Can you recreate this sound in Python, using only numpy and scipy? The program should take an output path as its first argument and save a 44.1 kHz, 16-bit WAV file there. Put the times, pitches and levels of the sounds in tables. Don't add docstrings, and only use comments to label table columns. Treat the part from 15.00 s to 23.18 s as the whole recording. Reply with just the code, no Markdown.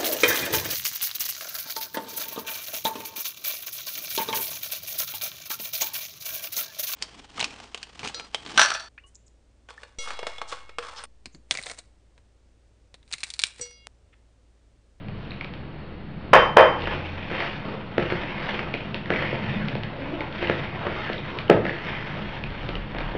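import sys
import numpy as np
from scipy import signal
from scipy.fft import rfft, irfft
from scipy.io import wavfile
from scipy.ndimage import uniform_filter1d

SR = 44100
rng = np.random.default_rng(int(sys.argv[2]) if len(sys.argv) > 2 else 0)


def waveform_to_disk(signal):
    frames = np.transpose(np.atleast_2d(signal))
    scaled = np.clip(frames, -1, 1) * 32767
    samples = np.round(scaled).astype(np.int16)
    wavfile.write(sys.argv[1], SR, samples)


N = 360621

# (time [s], peak [dB], cavity pitch [Hz], cavity gain [dB])
DOUGH_SNAPS = [(0.084, -28.5, 2390, 7), (0.306, -23.5, 4000, 23), (0.3168, -29, 2460, 23),
               (0.41, -19, 2200, 16.5), (0.445, -21.5, 2460, 4), (0.5372, -26.5, 2270, -1),
               (1.82, -18, 2790, 5), (1.8565, -21, 2830, 17), (2.4032, -15, 2110, 16),
               (3.1012, -18, 2300, 13), (3.5915, -21, 2640, 14), (3.7394, -14.5, 2350, 13.5),
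               (3.944, -14, 2670, 2), (4.058, -20, 1860, 13), (4.122, -28, 2200, 19),
               (4.136, -17, 2200, 21.5), (4.159, -17.5, 2150, 29.5), (4.165, -34, 2400, 12),
               (4.684, -13, 2300, 5), (4.752, -20.5, 2450, 3), (4.765, -29, 3500, 2),
               (4.834, -20.5, 2550, -9), (5.206, -19, 2200, 16), (5.3252, -21.5, 3300, -2),
               (5.382, -24, 2040, 6), (5.472, -19.5, 2730, 11), (6.131, -15.5, 2150, -6),
               (6.18, -25, 3700, 17), (6.387, -14, 2360, 5), (6.48, -27, 2920, 13), (6.527, -36, 1800, 10),
               (6.651, -22, 2040, 18), (6.665, -17, 1814, 21), (6.6938, -15.5, 1880, 28),
               (6.8593, -28, 2510, 15), (7.438, -19, 2480, 11), (7.504, -28, 3180, 3),
               (7.6894, -16.5, 2300, -2), (7.7536, -15.5, 2900, 5), (7.9477, -28, 1940, 22),
               (7.9846, -18.5, 1700, 11), (8.0046, -20.5, 2290, 13.5)]
# (time [s], ring peak [dB], crack above ring [dB], ring length [x t60])
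BOWL_KNOCKS = [(1.871, -19, 6.5, 0.58), (2.312, -20.5, -1, 0.64), (2.979, -5.5, -2.5, 0.37),
               (2.995, -37, -11, 0.83), (3.024, -15.5, -1, 0.29), (3.121, -9.5, -3, 0.23),
               (3.54, -26, -2, 0.5), (3.591, -24.5, 12, 0.32), (3.739, -21, -10, 0.72),
               (4.102, -8.5, 0, 0.46), (4.124, -14, -8, 0.57), (4.135, -26, -5, 0.29),
               (4.159, -32, -12, 0.57), (4.223, -19, 3.5, 0.34), (4.327, -16, -8, 0.74),
               (4.752, -18.5, -16, 0.47), (5.205, -23.5, -2, 0.54), (5.425, -16, -2, 0.49),
               (5.496, -9.5, 2, 0.61), (5.866, -13, -2, 0.19), (6.097, -16.5, -8, 0.88),
               (6.4971, 3.5, -5.5, 0.57), (6.509, -10, -22, 0.95), (6.516, -9, -22, 0.55),
               (6.543, -16, -17, 1), (6.563, -12, -25, 1), (6.572, -13, -21, .8), (6.652, -15, -3.5, 0.59),
               (7.689, -19.5, -7, 0.31), (7.946, -21, 0, 0.48), (8.005, -24, -3, 0.87),
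               (8.149, -17, -11, 0.68)]
# (time [s], crack [dB], hardness [dB/octave], ring [dB], rattle t60 [s])
GLASS_HITS = [(1.332, 17, 2.5, -22, 0.027), (1.345, 3, 2, -34.5, .02), (1.565, -8, -4, -43, 0.02),
              (1.5686, 12, 0.5, -25, 0.014), (1.580, 2.5, 2, -49.5, 0.011), (1.591, 4.5, 1, -35, .012),
              (1.606, 1.5, -0.5, -32.5, 0.015)]


def gain_of(db):
    return 10 ** (np.asarray(db) / 20)


def unit_rms(x):
    return x / np.sqrt(np.mean(x ** 2) + 1e-20)


def with_peak(x, db):
    return gain_of(db) * x / abs(x).max()


def curve_at(points, hz):
    f, value = np.transpose(points)
    return np.interp(np.log(hz + 1), np.log(f + 1), value)


def add(mix, s, sound):
    part = mix[round(s * SR):][:len(sound)]
    part += sound[:len(part)]


def drift(samples):
    return unit_rms(uniform_filter1d(uniform_filter1d(rng.standard_normal(N), samples), samples))


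def eq_impulse(points, tilt_db=0., size=4096):
    hz = abs(np.fft.fftfreq(size, 1 / SR))
    db = curve_at(points, hz) + tilt_db * np.log2(np.clip(hz, 100, 6000) / 1000)
    log_gain = np.log(gain_of(np.maximum(db, -120)))
    return np.fft.ifft(np.exp(log_gain - 1j * signal.hilbert(log_gain).imag)).real[:size // 2]


def moving_eq(x, db):
    hz, t, z = signal.stft(x, SR, nperseg=1024, noverlap=768)
    return signal.istft(z * gain_of(db(hz[:, None], t)), SR, nperseg=1024, noverlap=768)[1][:len(x)]


def resonate(x, hz, width, stages=2):
    carrier = np.exp(2j * np.pi * np.cumsum(hz * np.ones(len(x))) / SR)
    pole = np.exp(-np.pi * width / SR)
    for _ in range(stages):
        x = 2 * (carrier * signal.lfilter([1 - pole], [1, -pole], x / carrier + 1e-18)).real
    return x


def burst(t60, size=1500):
    x = signal.unit_impulse(size)
    for share in rng.uniform(.5, 1, 5) * np.geomspace(.12, .01, 5):
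        delay = max(round(share * t60 * SR), 1)
        echo = np.append(signal.unit_impulse(delay), -.55)
        x = signal.lfilter(echo[::-1], echo, x)
    return x


def envelope(t, start, level_db, fade_db_per_s, swell=0., hold=0.):
    start, level_db, swell, hold = (np.reshape(v, (-1, 1)) for v in (start, level_db, swell, hold))
    since = t - start
    climb_db = 9.5 * np.minimum(since / np.maximum(swell, .002) - 1, 0)
    fall_db = fade_db_per_s * np.maximum(since - (swell + hold), 0)
    return gain_of(level_db + climb_db - fall_db) ** 2 * (since > -.02)


def kitchen(x):
    # (frequency [Hz], t60 [s])
    decay = [(150, 0.98), (400, 0.33), (1000, 0.46), (2700, 0.38), (5000, 0.37), (10000, 0.41)]
    first_wall_s = .009
    taps = np.zeros(SR)
    at = np.arange(round(first_wall_s * SR), SR - 20, 20)
    taps[at + rng.integers(0, 20, len(at))] = rng.choice([-1., 1.], len(at))
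    hz, t, z = signal.stft(taps, SR, nperseg=256)
    tail = signal.istft(z * gain_of(-60 * t / curve_at(decay, hz)[:, None]), SR, nperseg=256)[1]
    return signal.fftconvolve(x, tail / np.linalg.norm(tail))[:N]


def room_tone():
    # (frequency [Hz], level [dB])
    spectrum = [(40, -10.5), (80, -5), (105, -22.5), (145, -1), (200, -5), (245, -18.5), (280, -8),
                (440, -14), (700, -18.5), (2000, -26), (3500, -30.5), (4300, -26), (7000, -56)]
    level_db = -39.5 + 0.89 * drift(4000)
    colour = gain_of(curve_at(spectrum, np.fft.rfftfreq(N, 1 / SR)))
    air = irfft(rfft(rng.standard_normal(N)) * colour, N)
    return gain_of(level_db) * unit_rms(air)


def sub_flutter():
    # (time [s], level [dB])
    sway = [(0.0, -44), (1.23, -52), (1.34, -39), (1.39, -41.5), (1.931, -40), (2.05, -50), (2.96, -52),
            (3.23, -41), (4.09, -55), (4.12, -43), (4.37, -46), (4.57, -35), (4.78, -44.5), (6.8, -46),
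            (7.1, -40.5), (8.17, -32.5)]
    s, level_db = np.transpose(sway)
    flutter = resonate(rng.standard_normal(N), hz=35, width=16, stages=3)
    return unit_rms(flutter) * gain_of(np.interp(np.arange(N) / SR, s, level_db))


def hum():
    # (time [s], pitch [Hz], level [dB])
    path = [(0.0, 100, -41), (0.16, 104, -39), (0.25, 81.3, -51), (0.45, 76.6, -46), (1.21, 76.9, -44),
            (1.36, 71.2, -41), (1.45, 83.8, -46.5), (2.14, 85.1, -34.5), (2.32, 94.4, -43.5),
            (3.57, 101, -53.5), (3.69, 75.9, -52), (3.93, 71.2, -53), (4.28, 104, -43), (4.89, 104, -44),
            (5.28, 82.7, -49.5), (5.53, 92.4, -39), (6.24, 86.0, -48), (6.58, 104, -41), (6.67, 93.4, -51),
            (7.05, 104, -44.5), (7.33, 71.8, -45), (7.71, 71.2, -49), (7.76, 86.2, -43), (8.17, 101, -48)]
    s, hz, level_db = np.transpose(path)
    t = np.arange(N) / SR
    waver_hz = 2.06 * drift(3000)
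    cycles = np.cumsum(np.interp(t, s, hz) + waver_hz) / SR
    return np.sqrt(2) * np.sin(2 * np.pi * cycles) * gain_of(np.interp(t, s, level_db))


def counter_rumble():
    # (time [s], level [dB])
    pressure = [(0.0, -33), (0.04, -37.5), (0.82, -43), (1.5, -34.5), (2.109, -43), (2.66, -38),
                (2.98, -42), (3.89, -34.5), (4.3, -35.5), (4.42, -27.5), (4.82, -32), (4.96, -40.5),
                (5.46, -38), (5.51, -31), (5.64, -36), (6.14, -39.5), (6.46, -38), (6.51, -37), (6.76, -41),
                (7.24, -37), (7.46, -35), (7.94, -40), (8.17, -37)]
    # (frequency [Hz], width [Hz], level [dB])
    counter_modes = [(119.3, 11, -4), (144.5, 17, -1.5), (207.9, 16, -3.5)]
    t, rub = np.arange(N) / SR, rng.standard_normal(N)
    body = sum(gain_of(db) * unit_rms(resonate(rub, hz, width)) for hz, width, db in counter_modes)
    low_band = signal.butter(3, [90, 230], "band", fs=SR, output="sos")
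    rumble = unit_rms(signal.sosfilt(low_band, rng.standard_normal(N)))
    blows = [(s, db - 26.5) for s, db, *_ in BOWL_KNOCKS] + [(s, db - 48.5) for s, db, *_ in GLASS_HITS]
    shake_power = envelope(t[::100], *np.transpose(blows), fade_db_per_s=93).sum(0)
    push_power = gain_of(np.interp(t, *np.transpose(pressure))) ** 2
    return unit_rms(body + 0.89 * rumble) * np.sqrt(push_power + np.interp(t, t[::100], shake_power))


def bowl_groans():
    # (start [s], swell [s], hold [s], level [dB], first pitch [Hz], last pitch [Hz])
    groans = [(4.901, 0.12, 0.035, -35.5, 270, 279), (5.071, 0.038, 0.11, -38.5, 292, 301),
              (5.098, 0.017, 0.039, -34, 345, 330), (5.386, 0.013, 0.028, -30, 344, 333)]
    width_hz, octave_db = 41, -9
    out, t = np.zeros(N), np.arange(SR // 2) / SR
    for s, swell, hold, db, first_hz, last_hz in groans:
        hz = np.interp(t, [0, swell + hold], [first_hz, last_hz])
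        note = unit_rms(resonate(rng.standard_normal(len(t)), hz, width_hz))
        octave = unit_rms(resonate(rng.standard_normal(len(t)), 2 * hz, 2 * width_hz))
        power = envelope(t, 0, db, fade_db_per_s=295, swell=swell, hold=hold)[0]
        add(out, s, np.sqrt(power) * (note + gain_of(octave_db) * octave))
    return out


def glass_on_stone():
    # (frequency [Hz], level [dB])
    impact_eq = [(100, -36), (250, -17), (385, -6), (500, 8), (700, -2), (1000, 2), (1300, -6.5),
                 (1750, -7.5), (2300, -14.5), (2900, -18.5), (3500, -23.5), (4400, -30.5), (5500, -25),
                 (7000, -25)]
    # (frequency [Hz], level [dB], t60 [s])
    ring_tones = [(458, -1, 0.35), (488, 0, 0.2), (339, -4, 0.5), (544, 7, 0.12), (600, 3, 0.25),
                  (845, 0, 0.3), (899, -2, 0.6), (1023, -2, 0.4), (1077, -2, 0.4), (1187, -5, 0.5),
                  (1593, -2, 0.27), (1744, -2, 0.3), (1857, -6, 0.3), (2632, -10, 0.19), (1954, -8, 0.3),
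                  (2191, -8, 0.35), (2401, -10, 0.3), (3100, 1, 0.45), (3108, -9, 0.45), (4899, -2, 0.42),
                  (4907, -12, 0.42)]
    hz, tone_db, t60 = np.transpose(ring_tones)[:, :, None]
    cracks, rings = np.zeros((2, N))
    t = np.arange(SR // 2) / SR
    for s, db, hardness_db, ring_db, rattle_t60 in GLASS_HITS:
        colour = eq_impulse(impact_eq, hardness_db)
        rattle = burst(rattle_t60, size=5000)
        add(cracks, s, gain_of(db) * signal.fftconvolve(rattle, colour / abs(colour).max()))
        tones = gain_of(ring_db + tone_db - 60 * t / t60) * np.sin(2 * np.pi * hz * t)
        add(rings, s, tones.sum(0))
    return cracks, rings


def bowl_knocks():
    # (frequency [Hz], level [dB])
    contact_eq = [(300, -21.5), (800, -4.5), (1400, 6.5), (2000, 3.5), (3000, -4.5), (4800, -10.5),
                  (7000, -10.5)]
    # (frequency [Hz], level [dB], t60 [s])
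    bowl_modes = [(140, -27, 0.026), (198, -14, 0.095), (353, -16.5, 0.14), (470, 6, 0.018),
                  (575, 3, 0.013), (628, 9, 0.0056), (817, -14.5, 0.033)]
    hz, mode_db, t60 = np.transpose(bowl_modes)[:, :, None]
    out, t, colour = np.zeros(N), np.arange(4000) / SR, eq_impulse(contact_eq)
    attack = 1 - np.exp(-(t / 0.0013) ** 2)
    for s, db, crack_db, ring_length in BOWL_KNOCKS:
        spot_db = .8 * rng.standard_normal(hz.shape)
        decay_db = 60 * t / (t60 * max(ring_length, .2))
        partials = gain_of(mode_db + spot_db - decay_db) * np.sin(2 * np.pi * hz * t)
        crack = signal.fftconvolve(burst(t60=0.008), colour)
        add(out, s + 0.001016, with_peak(crack, db + crack_db))
        add(out, s + 0.00199, -with_peak(attack * partials.sum(0), db))
    return out


def dough_snaps():
    # (frequency [Hz], level [dB])
    snap_eq = [(600, -26), (1500, -11), (2500, -9), (3500, -4.5), (4500, -6), (7000, -25.5)]
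    out, colour = np.zeros(N), eq_impulse(snap_eq)
    for s, db, cavity_hz, cavity_db in DOUGH_SNAPS:
        crack = burst(t60=.005)
        cavity = gain_of(cavity_db) * resonate(crack, cavity_hz, width=540)
        add(out, s, with_peak(signal.fftconvolve(crack + cavity, colour), db))
    return out


def hand_motion(t):
    # (start [s], swell [s], hold [s], level [dB], brightness [dB/octave], cupping of the palm [dB])
    strokes = [(0.136, 0.058, 0.19, -48.5, 3.5, -5), (1.745, 0.15, 0.029, -29, 1, -0.5),
               (2.006, 0.054, 0.44, -38.5, 3, -0.5), (2.297, 0.026, 0.1, -31, 0.5, 7.5),
               (2.383, 0.024, 0.035, -30.5, 3.5, -8), (2.645, 0.03, .03, -35.5, -1, -4),
               (2.977, 0.0076, 0.24, -33, 1.5, 2.5), (3.298, 0.17, 0.088, -29.5, 1.5, -0.5),
               (3.724, .02, 0.1, -38.5, 1.5, -2), (4.094, 0.042, 0.18, -32, 1.5, 6.5),
               (4.36, 0.033, 0.06, -37.5, 0.5, -3), (4.428, 0.04, 0.055, -34, 1.5, 3),
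               (4.553, 0.034, 0.086, -37, 0, 0), (4.772, 0.28, 0.22, -38.5, -0.5, -1.5),
               (5.345, 0.088, 0.15, -31.5, 2.5, 2.5), (5.667, .17, 0.064, -33, -1.5, -1),
               (5.91, 0.067, 0.1, -31.5, 2, 2), (6.185, 0.093, 0.076, -36.5, 1.5, -3),
               (6.635, 0.046, 0.039, -33.5, 2, 4), (6.74, 0.095, 0.12, -34.5, 3, 4),
               (7.01, 0.039, 0.31, -37, 2, -0.5), (7.447, 0.16, 0.094, -36.5, 1, -2.5),
               (7.903, 0.065, 0.33, -37, -0.5, 2)]
    still_db, knead_from_s, restless_db = -54.5, 1.7, -42.5
    start, swell, hold, level_db, tilt_db, cupping_db = np.transpose(strokes)
    power = [envelope(t, start, level_db, fade_db_per_s=93, swell=swell, hold=hold)]
    # (events, relative level [dB], fade [dB/s], brightness [dB/octave])
    trickles = (DOUGH_SNAPS, -16.5, 520, 0), (BOWL_KNOCKS, -19.5, 670, -4)
    for events, relative_db, fade, trickle_tilt_db in trickles:
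        s, event_db = np.transpose(events)[:2]
        power.append(envelope(t, s, event_db + relative_db, fade))
        tilt_db = np.append(tilt_db, np.full(len(s), trickle_tilt_db))
        cupping_db = np.append(cupping_db, np.zeros(len(s)))
    power = np.concatenate(power)
    total = power.sum(0) + gain_of(np.where(t < knead_from_s, still_db, restless_db)) ** 2
    return 10 * np.log10(total), tilt_db @ power / total, cupping_db @ power / total


def crumb_scrape():
    # (frequency [Hz], level [dB])
    scrape_eq = [(150, -40), (250, -1.5), (340, 0.5), (400, -4.5), (500, 1), (720, -4.5), (880, -3),
                 (1200, -7.5), (2000, -7.5), (3000, -11.5), (4000, -15), (5500, -20), (7000, -26.5)]
    # (time [s], resonance [Hz])
    palm_sweep = [(1.75, 1800), (1.95, 2220), (2.0, 2020), (3.68, 1900), (3.73, 2380), (4.06, 1810),
                  (4.15, 2070), (4.56, 1820), (4.84, 2370), (5.13, 1740), (5.18, 2200), (5.83, 1780),
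                  (6.42, 2180), (6.52, 1810), (7.67, 2140), (7.77, 2760), (7.83, 1870), (8.17, 1810)]
    crumbs_per_s, grit_per_s, palm_octaves = 5000, 200, 0.33
    soft = gain_of(2.75 * np.minimum(rng.exponential(1, N), 5)) * (rng.random(N) < crumbs_per_s / SR)
    grit = gain_of(4 + 3 * np.minimum(rng.exponential(1, N), 3)) * (rng.random(N) < grit_per_s / SR)
    crumbs = (soft + grit) * rng.choice([-1., 1.], N)
    clumps = crumbs * gain_of(1.4 * drift(400))
    flicker = rng.standard_normal((N // 256 + 9, 513)).T
    flicker = unit_rms(uniform_filter1d(uniform_filter1d(flicker, 10, axis=0), 12, axis=1))
    drag = unit_rms(moving_eq(clumps, lambda hz, t: curve_at(scrape_eq, hz) + 1.85 * flicker[:, :len(t)]))

    def hand_eq(hz, t):
        _, tilt_db, cupping_db = hand_motion(t)
        slope_db = np.clip(tilt_db, -5, 5) * np.log2(np.clip(hz, 250, 6000) / 1500)
        octaves_off = np.log2((hz + 1) / np.interp(t, *np.transpose(palm_sweep)))
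        return slope_db + cupping_db * np.exp(-(octaves_off / palm_octaves) ** 2)

    t = np.arange(N) / SR
    level_db = np.interp(t, t[::64], hand_motion(t[::64])[0])
    return moving_eq(drag, hand_eq) * gain_of(level_db)


def scene():
    glass_crack, ringing = glass_on_stone()
    # (sound, reverb send [dB])
    close = [(glass_crack, 3), (ringing, -3), (bowl_knocks(), -3.5), (dough_snaps(), -4),
             (crumb_scrape(), -6), (bowl_groans(), -6)]
    reverb = kitchen(sum(x * gain_of(send_db) for x, send_db in close))
    bed = counter_rumble() + hum() + sub_flutter() + room_tone()
    return (sum(x for x, _ in close) + reverb + bed)[None]


def record(dry):
    # (frequency [Hz], gain [dB])
    microphone_eq = [(20, -2), (3000, 0.5), (3500, -3.5), (3880, -5), (4050, -16), (4220, -5.5),
                     (4600, -12), (5500, -15), (6400, -27), (7400, -42.5), (8300, -58.5), (10000, -47),
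                     (12500, -62), (14000, -90.5)]
    dc_offset, cutoff_hz = -.0054, 15500
    dull = signal.oaconvolve(dry, eq_impulse(microphone_eq)[None])[:, :N]
    clipped = np.clip(dull + dc_offset, -1, 1)
    low_pass = signal.firwin(511, cutoff_hz, window=("kaiser", 9), fs=SR)
    return signal.oaconvolve(clipped, low_pass[None], "same")


dry = scene()
out = record(dry)
waveform_to_disk(out)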